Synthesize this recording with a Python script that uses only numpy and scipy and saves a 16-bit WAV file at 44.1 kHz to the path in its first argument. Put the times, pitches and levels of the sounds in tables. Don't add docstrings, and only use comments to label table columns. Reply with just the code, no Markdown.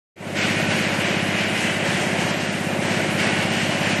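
import sys
import numpy as np
from scipy import signal
from scipy.fft import rfft, irfft
from scipy.io import wavfile
from scipy.ndimage import uniform_filter1d

SR = 44100
rng = np.random.default_rng(int(sys.argv[2]) if len(sys.argv) > 2 else 0)


def decibels_to_gain(level_db):
    exponent = np.asarray(level_db, float) / 20
    return 10 ** exponent


def transcribe(u):
    v = np.clip(np.atleast_2d(u).T, -1, 1)
    q = np.round(v * 32767).astype(np.int16)
    wavfile.write(sys.argv[1], SR, q)


N = 176400
SHAFT_HZ = 16.65

# t/s, level/dB, treble level/dB, hardest rung mode f/Hz
HAMMER_BLOWS = [(.02, -33.5, -4, 2300), (.347, -22, 0, 1513), (.69, -25.5, 1, 1910), (.99, -26, -2, 2520),
                (1.255, -24.5, -1.5, 2053), (1.555, -26.5, 2, 2053), (1.84, -26.5, 3, 2420),
                (2.17, -28.5, 3.5, 2283), (2.805, -26, 2.5, 2250), (3.17, -23, 0.5, 2750),
                (3.495, -25.5, 3.5, 2940), (3.805, -25, 1, 2460)]
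# f/Hz, level/dB
PLATE_COLOUR = [(700, -7), (1200, -10), (1500, -4.5), (2200, -2.5), (2900, -3.5), (3600, -11),
                (8500, -18.5), (11500, -22.5)]
# f/Hz, level over the plate colour/dB
PLATE_MODES = [(1502, 3), (1653, 0), (1780, 1), (1846, 2), (1935, 1), (2013, 2), (2283, 1), (2471, 2),
               (2632, 0), (2775, 1), (2880, 4), (3135, 1), (4320, 2), (4530, 2)]
# lowest f/Hz, highest f/Hz
STRAY_RANGE = (1350, 3300)
# t/s, level/dB, centre f/Hz
WALL_CLANKS = [(0.414, -35, 3640), (.49, -42, 4640), (.81, -36, 3500), (1.052, -41.5, 4100),
               (1.13, -36, 2200), (1.33, -32, 1700), (1.38, -36.5, 3230), (1.60, -38, 7000),
               (1.996, -38.5, 6500), (2.195, -41.5, 6900), (2.278, -39.5, 4240), (2.39, -39.5, 4460),
               (2.471, -45.5, 5000), (2.55, -38, 1740), (2.901, -40, 4560), (3.261, -39, 3560),
               (3.411, -34, 2700), (3.70, -36, 2720), (3.89, -39, 4170)]
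# f/Hz, level/dB
ROAR_COLOUR = [(90, -15.5), (200, -5.5), (450, -13.5), (540, -6.5), (690, -5.5), (860, -10), (1200, -15.5),
               (2200, -11.5)]
# t/s, roar level/dB, level of all shaft orders/dB
DECK_LOAD = [(.3, 0, 1), (.55, -4.5, 1.5), (.8, -1, 1), (1, 0, 0), (1.3, -2, 0), (1.6, -1, -2),
             (1.9, 0.5, 0), (2.2, 1, -1), (2.5, -1.5, -1.5), (2.7, -1, 0), (2.9, 2.5, 1.5), (3.1, 2, 1),
             (3.3, 0.5, 1.5), (3.6, -1, 0), (3.8, 1, 0), (4, -0.5, 0.5)]
# multiple of the shaft rate
# [1], level/dB
SHAFT_ORDERS = [(4, -28), (5, -20), (6, -3), (7, -7), (8, -10), (9, -1), (10, -1), (11, -1), (12, 1),
                (13, 0), (14, -6), (15, -3), (16, -15), (17, -18), (18, -4), (19, -4), (20, -13), (21, -5),
                (22, -6), (23, -9), (24, -6),
                (25, -18), (26, -11), (27, -17), (28, -15), (30, -20), (31, -8), (32, -12), (33, -12),
                 (34, -5), (35, -16), (36, -11), (37, -7), (38, -8), (40, -11), (42, -12), (43, -19),
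                 (44, -15), (45, -18), (46, -19), (47, -18), (58, -20), (59, -20)]
# f/Hz, level/dB
MIC_RESPONSE = [(30, -12.5), (55, -16.5), (85, 1), (8800, 1), (9700, -1.5), (10600, -3), (11500, -2)]
# f/Hz, share of the time [0-1]
DROPOUT_SHARE = [(3000, 0), (4000, .015), (7200, .04), (7700, .18), (8600, .22), (9400, .22), (9800, .68),
                 (10300, .74), (10700, .84), (11000, .74), (11300, .36), (11700, .42), (11900, .8)]
# from t/s, to t/s, level above the knee/dB, level below it/dB
TREBLE_SPELLS = [(.27, .36, 3, 2), (.37, .47, -3, -3), (.60, .66, 3, 0), (.79, .93, -1, -3),
                 (.98, 1.02, 5, 2), (1.04, 1.19, -4, -3), (1.22, 1.29, 12, 3), (1.30, 1.47, -1, -3),
                 (1.48, 1.63, 12, 3), (1.63, 2.24, 0, 3), (2.25, 2.40, -4, -3), (2.40, 2.51, -4, 1),
                 (2.52, 2.84, 2, 3), (2.87, 3.09, -6, 2), (3.10, 3.17, 12, 2), (3.43, 3.48, 6, 2),
                 (3.52, 3.71, -5, 1), (3.83, 3.89, -5, -3), (3.90, 3.93, 5, 2), (3.94, 4, -4, -1)]
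# f/Hz, share [0-1]
SPELL_REACH = [(6000, .2), (7600, 1), (11000, 1), (11250, .2)]


def colour(x, points):
    hz, db = np.array(points, float).T
    f = np.maximum(np.arange(len(x) // 2 + 1) * SR / len(x), 1)
    gain = decibels_to_gain(np.interp(np.log(f), np.log(hz), db))
    return irfft(rfft(x) * gain, len(x))


def set_rms(x, db):
    return x * decibels_to_gain(db) / np.sqrt(np.mean(x ** 2))


def walk(rate_hz):
    hold = int(SR / rate_hz)
    steps = np.repeat(rng.standard_normal(N // hold + 1), hold)
    return 1.33 * uniform_filter1d(uniform_filter1d(steps, hold), hold)[:N]


def plate_ring(n, struck_hz):
    f = np.arange(n // 2 + 1) * SR / n
    width_hz, struck_db, stray_db, spread_db = 16, 7, 2, 3
    strays = [(hz, stray_db) for hz in rng.uniform(*STRAY_RANGE, size=12)]
    power = 1
    for hz, mode_db in PLATE_MODES + [(struck_hz, struck_db)] + strays:
        height = decibels_to_gain(2 * (mode_db + spread_db * rng.standard_normal()))
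        power = power + height / (1 + (2 * (f - hz) / width_hz) ** 2)
    noise = colour(rng.standard_normal(n), PLATE_COLOUR)
    return irfft(rfft(noise) * np.sqrt(power), n)


def hammer():
    n = 2 * SR
    out = np.zeros(N + n)
    t, f = np.arange(n) / SR, np.arange(n // 2 + 1) * SR / n
    rise_s, body_t60_s, treble_t60_s, split_hz = 0.016, 4.26, 2.46, 4000
    upper = 1 / (1 + (split_hz / np.maximum(f, 1)) ** 6)
    swell = 1 - np.exp(-t / rise_s)
    for start, db, treble_db, struck_hz in HAMMER_BLOWS:
        ring = rfft(set_rms(plate_ring(n, struck_hz), db))
        body = irfft(ring * (1 - upper), n) * decibels_to_gain(-60 * t / body_t60_s)
        treble = irfft(ring * upper, n) * decibels_to_gain(treble_db - 60 * t / treble_t60_s)
        i = int(start * SR)
        out[i:i + n] += (body + treble) * swell
    return out[:N] * decibels_to_gain(0.95 * walk(21.9))


def clanks():
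    out, t = np.zeros(N + SR), np.arange(SR // 2) / SR
    rise_s, t60_s, skirt_db = 0.0095, 0.37, -11
    envelope = (1 - np.exp(-t / rise_s)) * decibels_to_gain(-60 * t / t60_s) * 2
    for start, db, hz in WALL_CLANKS:
        band = [(hz / 2, skirt_db), (hz / 1.1, 0), (hz * 1.1, 0), (hz * 2, skirt_db), (SR / 2, -40)]
        burst = colour(rng.standard_normal(len(t)), band)
        i = int(start * SR)
        out[i:i + len(t)] += set_rms(burst, db) * envelope
    return out[:N]


def roar(t):
    bass_cut_hz = 100
    points = [(bass_cut_hz / 2, -34)] + ROAR_COLOUR + [(3600, -24), (SR / 2, -60)]
    noise = rfft(colour(rng.standard_normal(N), points))
    octave = np.log2(np.maximum(np.arange(len(noise)) * SR / N, 1) / 30)
    mesh = 0
    for k in range(9):
        overlap = np.cos(np.pi / 2 * np.clip(octave - k, -1, 1)) ** 2
        mesh = mesh + irfft(noise * overlap, N) * decibels_to_gain(1.1 * walk(14))
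    hiss = colour(rng.standard_normal(N), [(2500, -29), (4000, -15), (9000, -11)]) * decibels_to_gain(.5 * walk(21))
    load_s, load_db, _ = np.array(DECK_LOAD).T
    return set_rms(mesh, -29) * decibels_to_gain(np.interp(t, load_s, load_db)) + set_rms(hiss, -36.5)


def order_phase(k, hum):
    luck = rng.standard_normal()
    loose_rad = .15
    if hum:
        return .5 - 2 * np.pi * k * .532 + loose_rad * luck
    if k < 16.5:
        return -2.4 - 2 * np.pi * k * .484 + loose_rad * luck
    if k < 23.5:
        return 1.1 - 2 * np.pi * k * .064 + 4 * loose_rad * luck
    return 2 * np.pi * luck


def screen(t):
    thump_top, thump_middle, pole_pairs = 16.5, 11, 3
    load_s, _, load_db = np.array(DECK_LOAD).T
    heave_db = 0.16 * walk(7.8) + np.interp(t, load_s, load_db)
    thump_db, tilt_db = 1.1 * walk(SHAFT_HZ), .7 * walk(SHAFT_HZ)
    out = 0
    for k, order_db in SHAFT_ORDERS:
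        hum = k < thump_top and k % pole_pairs == 0
        start = order_phase(k, hum)
        sway = np.sqrt(k) * .06 * walk(6.1)
        db = -37 + order_db + heave_db + 1.3 * min(k / thump_top, 1) * walk(9)
        if k < thump_top and not hum:
            db = db + thump_db + tilt_db * (k - thump_middle)
        out = out + decibels_to_gain(db) * np.sqrt(2) * np.cos(2 * np.pi * k * SHAFT_HZ * t + start + sway)
    return out


def scene():
    t = np.arange(N) / SR
    return (hammer() + clanks() + roar(t) + screen(t))[None]


def thin_treble(x, size=2048, count=8):
    window = np.sin(np.pi * (np.arange(size) + .5) / size)
    f, t, z = signal.stft(x, SR, window, size, size // 2)
    bands = z[:-1].reshape(-1, count, z.shape[1])
    db = 10 * np.log10(np.mean(abs(bands) ** 2, axis=1) + 1e-14)
    luck = rng.standard_normal(db.shape)
    luck = uniform_filter1d(uniform_filter1d(luck, size=2, axis=0), size=2, axis=1)
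    margin = db - db.mean(axis=0) + 2 * 3.2 * luck
    hz = f[count // 2::count][:len(db)]
    reach = np.interp(hz, *np.array(SPELL_REACH).T)
    knee_hz = 9450
    for start, end, above_db, below_db in TREBLE_SPELLS:
        spare_db = np.where(hz > knee_hz, above_db, below_db) * reach
        margin = margin + np.outer(spare_db, (t >= start) & (t < end))
    share = np.interp(hz, *np.array(DROPOUT_SHARE).T)
    limit = np.array([np.quantile(row, s) for row, s in zip(margin, share)])
    bands = bands * (margin >= limit[:, None])[:, None]
    thinned = np.vstack([bands.reshape(-1, z.shape[1]), z[-1:]])
    return signal.istft(thinned, SR, window, size, size // 2)[1][:N]


def band_limit(x):
    return signal.sosfilt(signal.butter(12, 11940, fs=SR, output="sos"), x)


def record(dry):
    fade_start_s, fade_s, fade_bend = .1575, 0.31, 0.76
    fade = np.clip((np.arange(N) / SR - fade_start_s) / fade_s, 0, 1) ** fade_bend
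    heard = thin_treble(colour(dry[0], MIC_RESPONSE))
    return band_limit(heard[None] * fade)


dry = scene()
out = record(dry)
transcribe(out)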